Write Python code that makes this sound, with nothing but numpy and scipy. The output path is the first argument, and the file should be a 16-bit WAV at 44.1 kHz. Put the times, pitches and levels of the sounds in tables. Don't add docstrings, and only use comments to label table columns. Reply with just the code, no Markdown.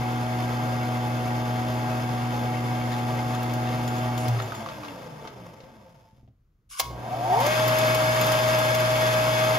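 import sys
import numpy as np
from scipy import signal
from scipy.fft import rfft, irfft, next_fast_len
from scipy.io import wavfile
from scipy.ndimage import uniform_filter1d

SR = 44100
rng = np.random.default_rng(int(sys.argv[2]) if len(sys.argv) > 2 else 0)


def waveform_to_disk(signal):
    frames = np.transpose(np.atleast_2d(signal))
    scaled = np.clip(frames, -1, 1) * 32767
    samples = np.round(scaled).astype(np.int16)
    wavfile.write(sys.argv[1], SR, samples)


N = 422478
TIME = np.arange(N) / SR
SIZE = next_fast_len(N + SR // 4, real=True)
BINS = np.maximum(np.arange(SIZE // 2 + 1) * SR / SIZE, 1)

OFF_S, ON_S, MAINS_HZ = 4.28, 6.8, 60
LOW_SPEED, HIGH_SPEED = 9.387, 18.733
SLOT_ORDER = 66.36
RESTARTED = TIME > ON_S

# f/Hz, level/dB
SHOP_COLOUR = [(18, -44.5), (30, 4.5), (125, -0.5), (228, -13.5), (511, -24.5), (837, -34), (1200, -27),
               (2630, -39.5), (15000, -46)]
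# f/Hz, left phase lead/rad, likeness/0-1, left minus right/dB
STEREO_IMAGE = [(100, 0, .99, .2), (400, .1, .85, .8), (630, 0, .7, 1.8), (800, 0, .62, .6),
                (1300, -1.3, .45, -1), (1750, -2.2, .3, 2), (2150, .3, .55, 3), (3200, -.9, .6, 5),
                (4800, -.2, .55, 1), (6600, .7, .55, 1.5), (7600, 2.7, .75, 1), (8500, 3.14, .99, 0),
                (10500, 4.1, .6, 0), (12700, 6.28, .97, 0)]

# t/s, length/s, level/dB
KNOB_SCRAPES = [(2.912, 0.025, -39), (3.325, 0.03, -42.5), (3.65, 0.041, -42), (4.388, 0.013, -37.5)]
# f/Hz, width/Hz, level/dB
PANEL_RING = [(1280, 270, 1), (1740, 240, -2), (2700, 670, -7), (3400, 400, -9.5)]
# t/s, relative level/dB, crack/dB
CLICKS = [(2.917, -26, -0.5), (3.347, -22, 0), (3.876, -17, 0.5), (3.963, -24.5, -0.5), (3.982, -22.5, -2),
          (4.176, -19.5, 0.5), (4.419, -21.5, -4.5), (4.5486, -22.5, -7)]
# f/Hz, level/dB, t60/s
KNOB_RING = [(1890, -6.5, .025), (3440, -3, 0.023), (6950, -6, 0.098), (13800, -6, .025)]
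# f/Hz, level/dB
RUB_COLOUR = [(300, -31), (850, -23.5), (1130, -5.5), (1480, -2), (1900, -10), (2700, 1.5), (4600, -3),
              (10000, 7), (15000, -19.5)]
# t/s, length/s, level/dB
CAM_CREAKS = [(4.25, .02, -42), (6.708, .012, -52), (6.727, 0.025, -48), (6.762, 0.019, -49)]
# f/Hz, width/Hz, level/dB
CAM_RING = [(1150, 75, -2.5), (1476, 55, -6), (2200, 90, -12), (2840, 110, -11), (5150, 300, -6)]
# t/s, relative level/dB
SWITCH_SNAPS = [(4.281, -20.5), (6.7966, -9.5), (6.7999, -9.5), (6.81, -23)]
# f/Hz, level/dB, t60/s
SWITCH_RING = [(660, -2.5, .026), (760, -1, .028), (969, -17.5, .33), (1093, -16.5, .38), (1123, -10, .047),
               (1670, -2, .012), (2160, -8, .035), (2330, -15, .03)]

# t/s, level/dB, f/Hz, crack/dB
GEAR_KNOCKS = [(2.091, -25, 840, -12), (4.521, -20.5, 1245, -16), (4.545, -27, 1240, -8),
               (4.661, -22, 1150, -12), (4.687, -23, 1170, 2), (4.833, -26, 1170, -7),
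               (4.849, -25, 1170, -4), (4.885, -31, 2780, -12), (5.252, -32, 1200, -8),
               (5.274, -22.5, 1280, 1), (5.603, -33, 520, -4), (5.636, -36, 170, -23),
               (6.277, -51.5, 645, -17)]
# t/s, relative level/dB, crack/dB
METAL_TICKS = [(3.4296, -24, -5), (3.5359, -22.5, -7), (7.403, -17, -3), (7.4644, -13.5, 5),
               (7.6789, -13, -7), (7.7857, -15, -10), (7.946, -11, 4), (8.2132, -13, -15), (8.265, -16, -7),
               (8.319, -12.5, 1), (8.5864, -15, -2), (8.7478, -13.5, -3), (8.803, -21, -16)]
# f/Hz, level/dB, t60/s
TICK_RING = [(6990, -17.5, .04), (12300, -0.5, 0.0064), (13300, -6, 0.0061), (13670, -8, 0.015)]
# f/Hz, width/Hz, level/dB
COVER_RING = [(1180, 40, -1), (1610, 35, -2), (1900, 50, -2), (2090, 50, -3), (2220, 60, -2),
              (2750, 60, -4), (3500, 70, -10)]
# f/Hz, width/Hz, level/dB
HOUSING_RING = [(118.6, 17, -2.5), (211, 13, -4), (526, 15, -0.5), (685, 50, -3.5), (881, 13, -2.5),
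                (5040, 340, -17.5)]
# f/Hz, level/dB
HEADSTOCK_COLOUR = [(30, -35), (65, -17.5), (130, -26.5), (420, -11), (900, 1), (1450, -3), (2400, -14.5),
                    (4000, -15.5), (6000, -15.5), (8000, -25.5), (9500, -10.5), (14000, -20), (15500, -30)]
# f/Hz, width/Hz, boost/dB
HEADSTOCK_RING = [(132, 48, 19.1), (194.4, 138, 9.65), (299, 106, 6.9), (520, 215, 7.4), (635.3, 23, 9.1),
                  (871, 51, 4.3), (980, 13, 5.3), (1133, 12, 1.2), (1170, 18, 9.2), (1290, 33, 5.4),
                  (1598, 43, 12.3), (1854, 76, 7.1), (2180, 280, 10.6), (2550, 110, 6.6), (2720, 460, 7.9),
                  (3100, 100, 9.9), (3494, 490, 11.2), (4420, 480, 6.2), (5050, 490, 9.7), (6380, 290, 5.9),
                  (7390, 1500, 11.8), (13780, 260, 5.5)]
# low-speed level/dB, high-speed level/dB, speed exponent coasting, speed exponent starting
RATTLE_BANDS = [(-43, -33.5, 1.82, 1.65), (-47.5, -45.5, 1.4, 0.39), (-47.5, -35, 2.66, 2.17)]

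# t/s, speed/(turns per s)
RUN_UP_CURVE = [(6.82, 0), (7.03, 5.9), (7.15, 8), (7.25, 9.6), (7.325, 11.4), (7.375, 13.4), (7.41, 15.7),
                (7.46, 17.7), (7.53, HIGH_SPEED)]
BACK_ORDERS = [28.5, 44, 82, 87.7, 94, 107, 132, 148]
BACK_DB = [-55.5, -49.5, -52.5, -48.5, -52, -57, -58, -58]
# f/Hz, width/Hz, level/dB
SHELL_RING = [(740, 65, 0), (885, 65, -4)]
WHINE_ORDERS = [6, 7, 7.6, 33.6, 34.8, 40, 52, 58, 67.2, 68.3, 90, 104, 119.22, 134.4, 151.2, 170.4, 180]
WHINE_LOW_DB = [-76, -69, -64.5, -46, -60, -59, -51.5, -66.5, -47.5, -64, -42, -54, -58.5, -70.5, -48.5,
                -72.5, -56.5]
WHINE_HIGH_DB = [-70, -67, -54, -24.5, -46, -46, -57, -41.5, -52.5, -55, -36.5, -60, -44, -45.5, -67, -57.5,
                 -45]
# offset/(twice the mains frequency), low-speed level/dB, high-speed level/dB
SLOT_TONES = [(-1, -54.5, -50), (0, -59.5, -40.5), (1, -36, -63), (2, -56, -64)]
# harmonic number, low-speed level/dB, high-speed level/dB
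MAINS_BUZZ = [(1, -51, -49), (4, -34, -45), (6, -46, -51.5)]


def undb(db):
    return 10 ** (np.asarray(db) / 20)


def spectra(table):
    points, *columns = np.transpose(table)
    return [np.interp(np.log(BINS), np.log(points), c) for c in columns]


def unit(x):
    return x / np.sqrt(np.mean(x ** 2))


def walk(rate):
    k = int(SR / rate)
    points = rng.standard_normal(N // k + 2)
    return unit(uniform_filter1d(np.interp(TIME, np.arange(len(points)) / rate, points), k // 2))


def grit(depth_db, rate):
    return rng.standard_normal(N) * undb(depth_db * walk(rate))


def ramp(start, length):
    return np.clip((TIME - start) / length, 0, 1)


def envelope(start, attack, hold, t60):
    released = np.maximum(TIME - start - attack - hold, 0)
    return ramp(start, attack) * np.exp(-np.log(1000) * released / t60)


def resonate(x, hz, width):
    return signal.lfilter(*signal.iirpeak(hz, hz / width, fs=SR), x)


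def cut(x, order, hz, kind="low"):
    return signal.sosfilt(signal.butter(order, hz, kind, fs=SR, output="sos"), x)


def colour(x, table):
    return irfft(rfft(x, SIZE) * undb(spectra(table)[0]), SIZE)[:N]


def band_level(spectrum, lo, hi):
    power = 2 * np.sum(np.abs(spectrum[(BINS > lo) & (BINS < hi)]) ** 2) / (SIZE * N)
    return irfft(spectrum, SIZE)[:N] / np.sqrt(power)


def strike(modes, crack_db, crack_s, rise_s=1e-5):
    t = TIME[:SR // 2]
    hit = undb(crack_db) * rng.standard_normal(len(t)) * np.exp(-t / crack_s)
    for hz, db, t60 in modes:
        decay = undb(db + rng.normal(0, .88)) * np.exp(-np.log(1000) * t / t60)
        hit += decay * np.sin(2 * np.pi * (hz * t + rng.random()))
    hit *= 1 - np.exp(-t / rise_s)
    return hit / np.abs(hit).max()


def add(track, s, sound):
    i = int(s * SR)
    track[i:i + len(sound)] += sound[:N - i]


def share_of_full(speed):
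    return speed / np.where(RESTARTED, HIGH_SPEED, LOW_SPEED)


def room_tone(level_db=-64):
    return undb(level_db) * unit(colour(rng.standard_normal(N), SHOP_COLOUR))


def shop_reverb(x, t60=.39, wet_db=-12):
    t = TIME[:SR // 2]
    tail = rng.standard_normal(len(t)) * np.exp(-np.log(1000) * t / t60) * (t > .004)
    tail = signal.lfilter([1], [1, -.6], tail)
    return undb(wet_db) * signal.fftconvolve(x, tail / np.linalg.norm(tail))[:N]


def stereo(direct, scattered):
    lead, likeness, balance_db = spectra(STEREO_IMAGE)
    sign = np.array([[1], [-1]])
    mid = np.sqrt((1 + likeness) / 2) * rfft(direct, SIZE)
    side = np.sqrt((1 - likeness) / 2) * rfft(scattered, SIZE)
    pan = np.exp(.5j * sign * lead) * undb(sign * balance_db / 2)
    return irfft((mid + sign * side) * pan, SIZE)[:, :N]


def friction(strokes, modes):
    slips = grit(4, 700)
    pressure = sum(undb(db) * envelope(s, .005, length, t60=.056) for s, length, db in strokes)
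    return pressure * sum(undb(db) * unit(resonate(resonate(slips, hz, width), hz, 4 * width))
                          for hz, width, db in modes)


def switch(rub_db=-42, slip_db=-23, snap_trim_db=-3, click_trim_db=-3):
    rub = undb(rub_db) * sum((TIME < s) * envelope(s - .11, .037, 0, t60=.39) for s in (OFF_S, ON_S))
    slip = undb(slip_db) * (TIME < ON_S) * np.exp(-np.abs(TIME - ON_S) / .0079)
    out = (rub + slip) * unit(colour(grit(1.9, 1200), RUB_COLOUR))
    out += friction(CAM_CREAKS, CAM_RING) + friction(KNOB_SCRAPES, PANEL_RING)
    for s, db in SWITCH_SNAPS:
        snap = strike(SWITCH_RING, crack_db=1.5, crack_s=.006, rise_s=.0008)
        snap += undb(2.5) * resonate(snap, hz=5200, width=3200)
        add(out, s, undb(db + snap_trim_db) * snap)
    for s, db, crack_db in CLICKS:
        click = strike(KNOB_RING, crack_db, crack_s=.009, rise_s=.001)
        add(out, s, undb(db + click_trim_db) * cut(click, 1, hz=6000))
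    return cut(out, 2, 480, "high")


def gear_knocks():
    out = np.zeros(N)
    for s, db, hz, crack_db in GEAR_KNOCKS:
        modes = [(hz, 0, .028), (hz * 1.2, -4, .025), (hz * .76, -5, .02)]
        add(out, s, undb(db) * strike(modes, crack_db, crack_s=.013))
    return cut(out, 3, hz=4800)


def drive_bumps(first_s=6.13, gap_s=.05, level_db=-39):
    out = np.zeros(N)
    for k in range(4):
        bump = strike([(62, -6, .15), (119, -1, .16), (210, -3, .1)], crack_db=1, crack_s=.022)
        add(out, first_s + k * gap_s, undb(level_db) * bump)
    return cut(out, 2, hz=400)


def metal_ticks(trim_db=-4):
    out = np.zeros(N)
    full_speed_s = RUN_UP_CURVE[-1][0]
    strays = [(rng.uniform(full_speed_s, TIME[-1]), rng.normal(-27, 2.5), -12) for _ in range(10)]
    for s, db, crack_db in list(METAL_TICKS) + strays:
        add(out, s, undb(db + trim_db) * strike(TICK_RING, crack_db, crack_s=.005, rise_s=.0015))
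    return cut(out, 4, hz=14500)


def cover_chatter(speed, level_db=-52.5, spread_db=5):
    ring = 0
    for hz, width, db in COVER_RING:
        spurts = rng.standard_normal(N) * undb(spread_db * np.minimum(walk(70), 2))
        ring += undb(db) * unit(resonate(spurts, hz, width))
    shaking = share_of_full(speed) ** 6 * np.where(RESTARTED, HIGH_SPEED / LOW_SPEED, 1)
    return undb(level_db) * shaking * ring


def gear_tumble(speed, level_db=-47.5):
    impacts = grit(3.5, 120)
    strength = undb(level_db) * ramp(OFF_S, .3) * (TIME < ON_S) * share_of_full(speed) ** .95
    return strength * sum(undb(db) * unit(resonate(impacts, hz, width)) for hz, width, db in HOUSING_RING)


def tooth_impacts(turns, unloaded, per_turn=700, throb_db=.64):
    errors = rfft(rng.standard_normal(4096))
    teeth = unit(irfft(errors * undb(3 * rng.standard_normal(len(errors)))))
    passed = np.floor(turns * per_turn).astype(int)
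    pattern = (np.diff(passed, prepend=0) > 0) * teeth[passed % len(teeth)]
    pattern /= np.sqrt(uniform_filter1d(pattern ** 2, SR // 10).clip(0) + .0039)
    repeating = .55 + .37 * unloaded
    force = np.sqrt(repeating) * pattern + np.sqrt(1 - repeating) * unit(grit(2, 900))
    throb = np.cos(2 * np.pi * turns) + np.cos(12 * np.pi * turns)
    return force * undb(throb_db * throb + .7 * walk(16))


def tooth_rattle(speed, turns, unloaded_db=-1.8, drag_db=-73.5):
    unloaded = (TIME > OFF_S) & (TIME < ON_S)
    peaks_db = sum(db / (1 + (2 * (BINS - hz) / width) ** 2) for hz, width, db in HEADSTOCK_RING)
    ring = rfft(tooth_impacts(turns, unloaded), SIZE) * undb(spectra(HEADSTOCK_COLOUR)[0] + peaks_db)
    bass, treble = 1 / (1 + (BINS / 380) ** 3), 1 / (1 + (1900 / BINS) ** 4)
    eased = undb(unloaded_db * unloaded * ramp(OFF_S, .2))
    clatter = eased * band_level(ring * (1 - bass - treble), 900, 1500)
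    rumble = eased * band_level(ring * bass, 150, 225)
    hiss = band_level(ring * treble, 2500, 7000)
    drive = share_of_full(speed)
    out = undb(drag_db) * np.tanh(10 * drive) * hiss
    for band, (low_db, high_db, coasting, starting) in zip((clatter, rumble, hiss), RATTLE_BANDS):
        gain = np.where(RESTARTED, undb(high_db) * drive ** starting, undb(low_db) * drive ** coasting)
        out += gain * band
    return out


def noise_layers(speed, turns):
    hits = switch() + gear_knocks() + drive_bumps() + metal_ticks()
    background = room_tone() + shop_reverb(hits)
    return background + hits + tooth_rattle(speed, turns) + cover_chatter(speed) + gear_tumble(speed)


def coast_whine(speed, turns, flutter_db=6, housing_db=-16, bed_db=15):
    angle = 2 * np.pi * (turns + .0007 * walk(45))
    tones = 0
    for order, db in zip(BACK_ORDERS, BACK_DB):
        gain = undb(db + flutter_db * np.minimum(walk(13), 1.1))
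        tones += gain * np.sin(order * angle + .38 * walk(50))
    tones *= np.sqrt(2) * ramp(OFF_S, .065) * (TIME < ON_S) * share_of_full(speed) ** 2.1
    housing = sum(resonate(tones, hz, width) for hz, width, _ in HOUSING_RING)
    return tones + undb(housing_db) * housing + undb(bed_db) * resonate(tones, hz=131, width=40)


def starting_howl(angle, mains, drive, loudest_db=-19, surge_db=2.4, surge_s=7.115, surge_gap_s=.24):
    rough_tone = np.sin(SLOT_ORDER * angle + .5 * walk(110)) + 1.2 * rng.standard_normal(N)
    chopped = np.exp(2.5 * np.cos(2 * mains)) * rough_tone
    shell = sum(undb(db) * resonate(resonate(chopped, hz, width), hz, 3 * width)
                for hz, width, db in SHELL_RING)
    shell = cut(shell, 6, 500, "high")
    shell *= RESTARTED * drive ** 1.15 * np.tanh((1 - drive) / .035)
    shell *= undb(surge_db * np.cos(2 * np.pi * (TIME - surge_s) / surge_gap_s))
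    return undb(loudest_db) * shell / np.sqrt(uniform_filter1d(shell ** 2, SR // 25).max())


def stator_hum(mains, powered, low_speed_db=-30, high_speed_db=-30.5, waver_db=.36, sag_hz_per_s=41):
    settling_db = -14 * (1 - ramp(ON_S, .86))
    restart = ramp(ON_S, .08) * undb(high_speed_db + settling_db)
    running = np.where(RESTARTED, restart, powered * undb(low_speed_db))
    swell = undb(-22) * envelope(OFF_S - .014, attack=.028, hold=.035, t60=.57)
    sag = np.pi * sag_hz_per_s * np.maximum(TIME - OFF_S, 0) ** 2 * ~RESTARTED
    hum = np.hypot(running, swell) * undb(waver_db * walk(16)) * np.sin(2 * mains - sag)
    pull_in = TIME - 7.68
    hum *= undb(2.5 * np.exp(-np.abs(pull_in) / .35) * np.cos(2 * np.pi * pull_in / .23))
    shudder = undb(-42.5) * envelope(ON_S, attack=.079, hold=.081, t60=.32) * np.sin(mains)
    for harmonic, low_db, high_db in MAINS_BUZZ:
        db = np.where(RESTARTED, high_db + settling_db, low_db) + waver_db * walk(8.3)
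        hum += powered * undb(db) * np.sin(harmonic * mains)
    return hum + shudder


def gear_whine(angle):
    whine = 0
    for order, low_db, high_db in zip(WHINE_ORDERS, WHINE_LOW_DB, WHINE_HIGH_DB):
        flutter_db = .1 if high_db == max(WHINE_HIGH_DB) else 3.5
        db = np.where(RESTARTED, high_db, low_db) + flutter_db * np.minimum(walk(22), 1.5)
        whine += undb(db) * np.sin(order * angle + .32 * walk(25))
    return whine


def slot_whine(angle, mains, turns, belt_per_turn=.355, throb_db=1.2):
    whine = 0
    for offset, low_db, high_db in SLOT_TONES:
        db = np.where(RESTARTED, high_db, low_db) + .9 * walk(28)
        whine += undb(db) * np.sin(SLOT_ORDER * angle + 2 * offset * mains)
    return whine * undb(throb_db * np.sin(2 * np.pi * belt_per_turn * turns))


def motor(speed, turns):
    mains = 2 * np.pi * MAINS_HZ * TIME
    angle = 2 * np.pi * (turns + .0013 * walk(9))
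    drive = share_of_full(speed)
    powered = np.interp(TIME, [OFF_S, OFF_S + .04, ON_S, ON_S + .4], [1, 0, 0, 1])
    loaded = np.where(RESTARTED, powered, 1 - ramp(OFF_S, .14))
    whine = drive ** 3.15 * gear_whine(angle) + drive ** 2 * slot_whine(angle, mains, turns)
    return np.sqrt(2) * (stator_hum(mains, powered) + loaded * whine) + starting_howl(angle, mains, drive)


def spindle_speed(coast_s=2.03):
    coasting = LOW_SPEED * (1 - ramp(OFF_S, coast_s))
    run_up = np.interp(TIME, *np.transpose(RUN_UP_CURVE))
    return np.maximum(uniform_filter1d(coasting + run_up, SR // 25), 0)


def scene():
    speed = spindle_speed()
    turns = np.cumsum(speed) / SR
    tones = motor(speed, turns) + coast_whine(speed, turns)
    standing = signal.hilbert(tones, SIZE).imag[:N]
    return stereo(tones + noise_layers(speed, turns), standing + noise_layers(speed, turns))


def record(dry):
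    return signal.sosfilt(signal.ellip(12, .2, 90, 15700, fs=SR, output="sos"), dry)


dry = scene()
out = record(dry)
waveform_to_disk(out)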